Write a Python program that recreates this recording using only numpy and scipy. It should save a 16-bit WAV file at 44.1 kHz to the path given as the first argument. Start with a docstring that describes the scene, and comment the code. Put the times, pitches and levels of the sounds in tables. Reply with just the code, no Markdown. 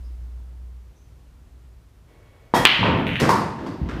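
"""A bare, echoing games room: a pool break heard from the foot of the table.
A low hum fades and the cue slides over the hand. Its tip cracks against the white, which smashes into
the rack; the balls click together, thump the cushions and knock on the wooden rails and pockets, and one
rumbles away inside the table. Each contact is a short pulse plus room reflections, many with ringing
modes; the rumble is shaped noise. A limiter ducks after the smash."""
import sys
import numpy as np
from scipy import signal
from scipy.fft import rfft, irfft
from scipy.io import wavfile

SR = 44100
rng = np.random.default_rng(int(sys.argv[2]) if len(sys.argv) > 2 else 0)


def output_pcm(signal):
    """Save a mono or channel-first signal as 16-bit PCM at the path in sys.argv[1].

    Samples are clipped to [-1, 1] before scaling.
    """
    pcm = np.clip(np.atleast_2d(signal).T, -1, 1) * 32767
    wavfile.write(sys.argv[1], SR, np.round(pcm).astype(np.int16))


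N = 176400
TIME = np.arange(N) / SR


def from_db(db):
    """Decibels to gain."""
    return 10 ** (np.asarray(db) / 20)


def unit_rms(x):
    """Scale to rms 1."""
    return x / np.sqrt(np.mean(x ** 2) + 1e-20)


def at_hz(points, hz):
    """Read a table on a log-frequency axis."""
    freq_hz, value = np.transpose(points)
    return np.interp(np.log(hz + 1), np.log(freq_hz), value)


def add(out, start_s, x):
    """Mix x into out from start_s."""
    i = int(start_s * SR)
    out[i:i + len(x)] += x[:N - i]


def noise(colour):
    """Steady noise of a given colour, rms 1."""
    gain = from_db(at_hz(colour, np.fft.rfftfreq(N, 1 / SR)))
    return unit_rms(irfft(rfft(rng.standard_normal(N)) * gain, N))


def drift(rate_hz):
    """Slow random wander, spread about 1."""
    return np.interp(TIME * rate_hz, np.arange(1000), rng.standard_normal(1000))


def contact(colour, tilt_db_per_oct, size=4096):
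    """Minimum-phase pulse of one contact, with the energy of 10 ms at rms 1."""
    hz = np.fft.rfftfreq(size, 1 / SR)
    spectrum_db = at_hz(colour, hz) + tilt_db_per_oct * np.log2(hz + 20)
    cepstrum = irfft(np.log(from_db(spectrum_db)))
    cepstrum[1:size // 2] *= 2  # fold onto positive time
    cepstrum[size // 2 + 1:] = 0
    pulse = irfft(np.exp(rfft(cepstrum)))
    return unit_rms(pulse) * np.sqrt(.01 * SR / size)


def chatter(x, decay_s):
    """A rough contact: a dying burst of tiny touches."""
    t = TIME[:SR // 10]
    burst = rng.standard_normal(len(t)) * np.exp(-t / decay_s)
    return signal.fftconvolve(x, burst / np.sqrt(np.sum(burst ** 2)))


def room_tail(reflections_per_s=900, thicken_s=.05, gap_s=0.00077, build_s=0.004):
    """Reflections from one spot on the table: single at first, ever denser, dying band by band."""
    decays = [(80, 1), (250, 0.99), (1000, 0.7), (2800, 0.76), (5000, 0.6), (9000, 0.54), (15000, 0.32)]  # room decay: centre_hz, t60_s
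    t, hz = TIME[:SR], np.fft.rfftfreq(SR, 1 / SR)
    density = np.minimum(reflections_per_s * (1 + t / thicken_s) ** 2 / SR, 1)
    arrivals = (rng.random(SR) < density) * rng.choice([-1, 1], SR) / np.sqrt(density)
    spectrum, tail = rfft(arrivals), 0
    for centre_hz, t60_s in decays:
        band = at_hz([(f, f == centre_hz) for f, _ in decays], hz)
        tail = tail + irfft(spectrum * band) * from_db(-60 * t / t60_s)
    return tail * np.clip((t - gap_s) / build_s, 0, 1) * np.sqrt(20 / SR)


def strikes(hits, colour, room_db, direct_hz, modes=(), echoes=(), chatter_s=None, swell_s=0.0072):
    """Per hit: a pulse, low-passed on the direct path, its echoes, the room's tail and a swelling ring."""
    out, t = np.zeros(N), TIME[:SR]
    lowpass = signal.butter(2, direct_hz, fs=SR, output="sos")
    swell = 1 - np.exp(-t / swell_s)
    for start_s, level_db, tilt_db_per_oct in hits:
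        pulse = from_db(level_db) * contact(colour, tilt_db_per_oct)
        direct = signal.sosfilt(lowpass, chatter(pulse, chatter_s) if chatter_s else pulse)
        add(out, start_s, direct)
        add(out, start_s, from_db(room_db) * signal.fftconvolve(pulse, room_tail()))
        for delay_s, echo_db in echoes:
            add(out, start_s + delay_s, from_db(echo_db) * direct)
        for pitch_hz, mode_db, t60_s in modes:
            envelope = from_db(level_db + mode_db - 60 * t / t60_s) * swell
            add(out, start_s, envelope * np.sin(2 * np.pi * pitch_hz * t))
    return out


def smear(x, pitch_hz, width_hz):
    """A body takes a few cycles to swing up: an all-pass around its main pitch."""
    radius = np.exp(-np.pi * width_hz / SR)
    a = [1, -2 * radius * np.cos(2 * np.pi * pitch_hz / SR), radius * radius]
    return signal.lfilter(a[::-1], a, x)


def hum(pitch_hz=60.8, waver_hz=0.44):
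    """A low, wavering sine that fades before the shot."""
    fade = [(0, -34.5), (.37, -34), (.45, -36.5), (.78, -37), (1.0, -50), (1.3, -48.5), (1.65, -44),
            (1.9, -49), (2.5, -79)]  # hum envelope: time_s, level_db
    phase = 2 * np.pi * np.cumsum(pitch_hz + waver_hz * drift(4.9)) / SR
    return from_db(np.interp(TIME, *np.transpose(fade))) * np.sqrt(2) * np.sin(phase)


def air(level_db=-48):
    """Room air: steady, bass-heavy noise."""
    colour = [(20, -21), (45, 1), (65, -3), (130, -10), (190, -18), (380, -23.5), (570, -29), (1030, -31.5),
              (1850, -37), (5000, -43), (14600, -49.5), (15900, -55)]  # air spectrum: freq_hz, gain_db
    return from_db(level_db) * noise(colour)


def squeaks(attack_s=0.022):
    """Two faint squeaks of narrow-band noise die in the room."""
    events = [(.035, 0.25, 5100, -61.5), (.955, 0.63, 6100, -65.5)]  # squeaks: start_s, t60_s, pitch_hz, level_db
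    out = np.zeros(N)
    for start_s, t60_s, pitch_hz, level_db in events:
        band = signal.butter(2, [pitch_hz * .95, pitch_hz * 1.05], "band", fs=SR, output="sos")
        hiss = unit_rms(signal.sosfilt(band, rng.standard_normal(N)))
        age_s = np.maximum(TIME - start_s, 0)
        out += from_db(level_db - 60 * age_s / t60_s) * hiss * np.minimum(age_s / attack_s, 1)
    return out


def background():
    """Hum, air and squeaks, easing down together."""
    trim = [(0, 1.5), (.8, -1.5), (1.2, -1), (2.4, -2.5)]  # background envelope: time_s, gain_db
    return (hum() + air() + squeaks()) * from_db(np.interp(TIME, *np.transpose(trim)))


def cue_draw(start_s=2.06, end_s=2.54, attack_s=0.034, waver_hz=5, rub_db=-59.5):
    """The shaft slides over the hand with a thin whine."""
    partials = [(1110, -73.5), (1949, -76), (2223, -71.5), (3332, -81)]  # rubbing whine: pitch_hz, level_db
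    rub_colour = [(150, -13), (500, -0.5), (1100, -13.5), (2200, -14), (4000, -25), (9000, -34.5)]  # friction spectrum: freq_hz, gain_db
    whine = np.zeros(N)
    for pitch_hz, level_db in partials:
        phase = 2 * np.pi * np.cumsum(pitch_hz + waver_hz * drift(67)) / SR
        whine += from_db(level_db) * np.sqrt(2) * np.sin(phase)
    gate = np.clip((TIME - start_s) / attack_s, 0, 1) * (TIME < end_s)
    return gate * (whine + from_db(rub_db) * noise(rub_colour))


def cue_strike():
    """The shaft knocks and rings; the tip's crack arrives mostly by way of the walls."""
    shaft_hits = [(2.5385, -12.5, 1)]  # stroke: start_s, level_db, tilt_db_per_oct
    shaft_colour = [(40, -24), (110, 5), (280, 3.5), (570, -3.5), (950, 4.5), (1450, -15.5), (1850, -10.5),
                    (2400, -30), (5000, -24.5), (15000, -68)]  # knock spectrum: freq_hz, gain_db
    shaft_modes = [(294, -29, 0.45), (491, -10.5, 0.41), (535, -21, 0.98), (910, -18, 0.18),
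                   (1685, -23, 0.39), (1900, -13, 0.6), (1940, -17.5, 1), (3232, -20, 0.51),
                   (3280, -16.5, 0.69), (3720, -24, .3), (5290, -25, 0.35), (5390, -21, 0.32)]  # shaft ring: pitch_hz, gain_db, t60_s
    tip_hits = [(2.5385, -34.5, -2), (2.547, -36.5, 2)]  # tip on ball: start_s, level_db, tilt_db_per_oct
    tip_colour = [(500, 5.5), (1800, 8.5), (2600, 2.5), (5400, -4.5), (8000, -7), (14000, -11),
                  (16000, -20)]  # crack spectrum: freq_hz, gain_db
    knock = strikes(shaft_hits, shaft_colour, room_db=4, direct_hz=1540, modes=shaft_modes)
    crack = strikes(tip_hits, tip_colour, room_db=17.5, direct_hz=8900, chatter_s=.003)
    return smear(knock, pitch_hz=910, width_hz=1550) + crack


def rack_smash():
    """The white drives through the rack; the smash rings on briefly."""
    hits = [(2.6523, 2, 4), (2.6535, -7.5, 6)]  # white on rack: start_s, level_db, tilt_db_per_oct
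    colour = [(25, -64), (70, -37), (140, 3.5), (500, -7), (1100, 0.5), (1500, -4), (2100, 0.5), (2700, -1),
              (3100, 0), (3600, -8.5), (4400, -15), (5400, -29.5), (8000, -50), (15000, -49.5)]  # smash spectrum: freq_hz, gain_db
    modes = [(2130, -37, .35), (2724, -24, 0.73), (2975, -11.5, 0.38), (3160, -28, 0.51)]  # smash ring: pitch_hz, gain_db, t60_s
    echoes = [(.0083, -13), (.0187, -11)]  # ceiling and wall: delay_s, gain_db
    return strikes(hits, colour, room_db=-3, direct_hz=5000, modes=modes, echoes=echoes)


def cushion_thumps():
    """Balls rebound from the cushions and set the table ringing."""
    hits = [(2.792, -20.5, -2), (2.81, -21, -5), (2.845, -18.5, 6.5), (2.882, -21, -0.5), (2.936, -20, 2),
            (2.995, -29, 6), (3.03, -26.5, -1.5), (3.075, -27, -8), (3.218, -16, 1.5), (3.232, -20, 4),
            (3.272, -24.5, 3), (3.303, -19.5, 2), (3.61, -36, 3.5)]  # rebounds: start_s, level_db, tilt_db_per_oct
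    colour = [(35, -32), (55, -12), (80, -3.5), (180, 3.5), (290, -4.5), (450, -8.5), (750, -14.5),
              (1500, -21), (4000, -56.5), (12000, -93)]  # cushion spectrum: freq_hz, gain_db
    modes = [(80.2, -19, 1), (106.6, -1.5, 0.28), (173, -27, 1), (286, -13.5, 0.66), (428, -16, 0.29),
             (510, -17.5, 0.68), (659, -15.5, 0.53)]  # table ring: pitch_hz, gain_db, t60_s
    return strikes(hits, colour, room_db=5, direct_hz=596, modes=modes)


def rail_knocks():
    """Balls knock on the hard rails and pocket rims."""
    hits = [(2.829, -18.5, -2), (2.884, -31, -10), (2.93, -31.5, -1.5), (3.2915, -13.5, 0), (3.59, -61, 6),
            (3.6643, -38, 3.5)]  # knocks: start_s, level_db, tilt_db_per_oct
    colour = [(70, -33), (300, -12.5), (520, -11.5), (750, -5), (900, 5.5), (1080, 4.5), (1350, -8),
              (2000, -14), (3200, -51), (4600, -17.5), (7000, -42), (15000, -56)]  # rail spectrum: freq_hz, gain_db
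    modes = [(910, -10.5, 0.91), (950, -18, 0.95), (1036, -17, 0.98), (1144, -10, 0.45), (4540, -34, 0.27)]  # rail ring: pitch_hz, gain_db, t60_s
    knocks = strikes(hits, colour, room_db=4, direct_hz=1900, modes=modes)
    return smear(knocks, pitch_hz=1090, width_hz=430)


def ball_clicks():
    """Loose balls meet in single clicks."""
    hits = [(2.8684, -27.5, -7), (2.9741, -40.5, 1.5), (3.0683, -29.5, 0), (3.0914, -29, -6),
            (3.1333, -35, -0.5), (3.1568, -26, -3.5), (3.1757, -36, -13)]  # collisions: start_s, level_db, tilt_db_per_oct
    colour = [(200, -35), (1000, -25), (1900, -2.5), (2800, 0), (3700, -9.5), (5000, -32), (6100, -31),
              (7600, -38), (9500, -31), (11200, -37), (12300, -31), (13400, -40), (14600, -29)]  # click spectrum: freq_hz, gain_db
    return strikes(hits, colour, room_db=5, direct_hz=9100)


def wood_clatter():
    """Sharp, rough contacts on wood."""
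    hits = [(3.1995, -27.5, 3.5), (3.2035, -25, 0.5), (3.2915, -28.5, 4.5)]  # contacts: start_s, level_db, tilt_db_per_oct
    colour = [(60, -6), (300, 16), (900, 1), (1900, 4.5), (3000, -8), (5000, -8.5), (8000, -19),
              (14000, -28), (16000, -32)]  # clatter spectrum: freq_hz, gain_db
    return strikes(hits, colour, room_db=8, direct_hz=12800, chatter_s=.004)


def ball_roll(rough_db=-0.5):
    """A ball rumbles unevenly along the return channel."""
    envelope = [(3.35, -36), (3.48, -60), (3.65, -30.5), (3.8, -36), (4.0, -31)]  # rumble envelope: time_s, level_db
    colour = [(40, -23.5), (90, -3.5), (180, 0.5), (290, 3.5), (450, -9), (900, -13), (1400, -25.5),
              (3000, -32), (5000, -38.5), (9000, -57), (15000, -55)]  # rumble spectrum: freq_hz, gain_db
    level_db = np.interp(TIME, *np.transpose(envelope), left=-120) + rough_db * drift(45)
    return from_db(level_db) * noise(colour)


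def wood_taps():
    """Light taps of ball on wood."""
    hits = [(3.589, -47.5, 1), (3.6635, -47, 4), (3.8892, -37, -0.5), (3.913, -40.5, -2)]  # taps: start_s, level_db, tilt_db_per_oct
    colour = [(80, -30), (300, 6.5), (800, -9), (1400, 4.5), (1900, -2), (2400, -7.5), (3000, -8.5),
              (5000, -17), (8000, -25.5), (14000, -45)]  # tap spectrum: freq_hz, gain_db
    return strikes(hits, colour, room_db=7.5, direct_hz=8100, chatter_s=0.0023)


def cabinet_thuds():
    """Dull thuds from below ring the cabinet."""
    hits = [(3.8135, -19.5, -0.5), (3.827, -25, -1.5), (3.897, -39, 5)]  # thuds: start_s, level_db, tilt_db_per_oct
    colour = [(25, -37), (55, 8.5), (110, 1.5), (170, -0.5), (280, -11), (500, -38.5), (1500, -28),
              (8000, -70)]  # thud spectrum: freq_hz, gain_db
    modes = [(60.5, -15, 1), (79, -28, .8), (172.7, -12, .6)]  # cabinet ring: pitch_hz, gain_db, t60_s
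    return strikes(hits, colour, room_db=-2, direct_hz=406, modes=modes)


def scene():
    """Everything at one microphone."""
    cue = cue_strike()
    balls = smear(rack_smash() + ball_clicks(), pitch_hz=2940, width_hz=1430)
    table = cushion_thumps() + rail_knocks() + wood_clatter() + wood_taps() + cabinet_thuds()
    return (cue + balls + table + ball_roll() + cue_draw() + background())[None]


def record(dry):
    """A limiter ducks after the smash, too late to stop it clipping; deep bass and top are cut."""
    low_cut_hz, high_cut_hz = 33, 15400
    threshold_db, slope, attack_s, release_db_per_s = -4.5, 0.31, 0.0055, 31
    dry = signal.sosfilt(signal.butter(2, low_cut_hz, "high", fs=SR, output="sos"), dry)
    cut_db = np.maximum(20 * np.log10(np.abs(dry) + 1e-9) - threshold_db, 0) * slope
    release_db = release_db_per_s * TIME
    held_db = np.maximum.accumulate(cut_db + release_db, axis=-1) - release_db
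    pole = np.exp(-1 / (attack_s * SR))
    duck_db = signal.lfilter([1 - pole], [1, -pole], held_db)
    clipped = np.clip(dry * from_db(-duck_db), -1, 1)
    return signal.sosfilt(signal.ellip(10, .1, 80, high_cut_hz, fs=SR, output="sos"), clipped)


dry = scene()
out = record(dry)
output_pcm(out)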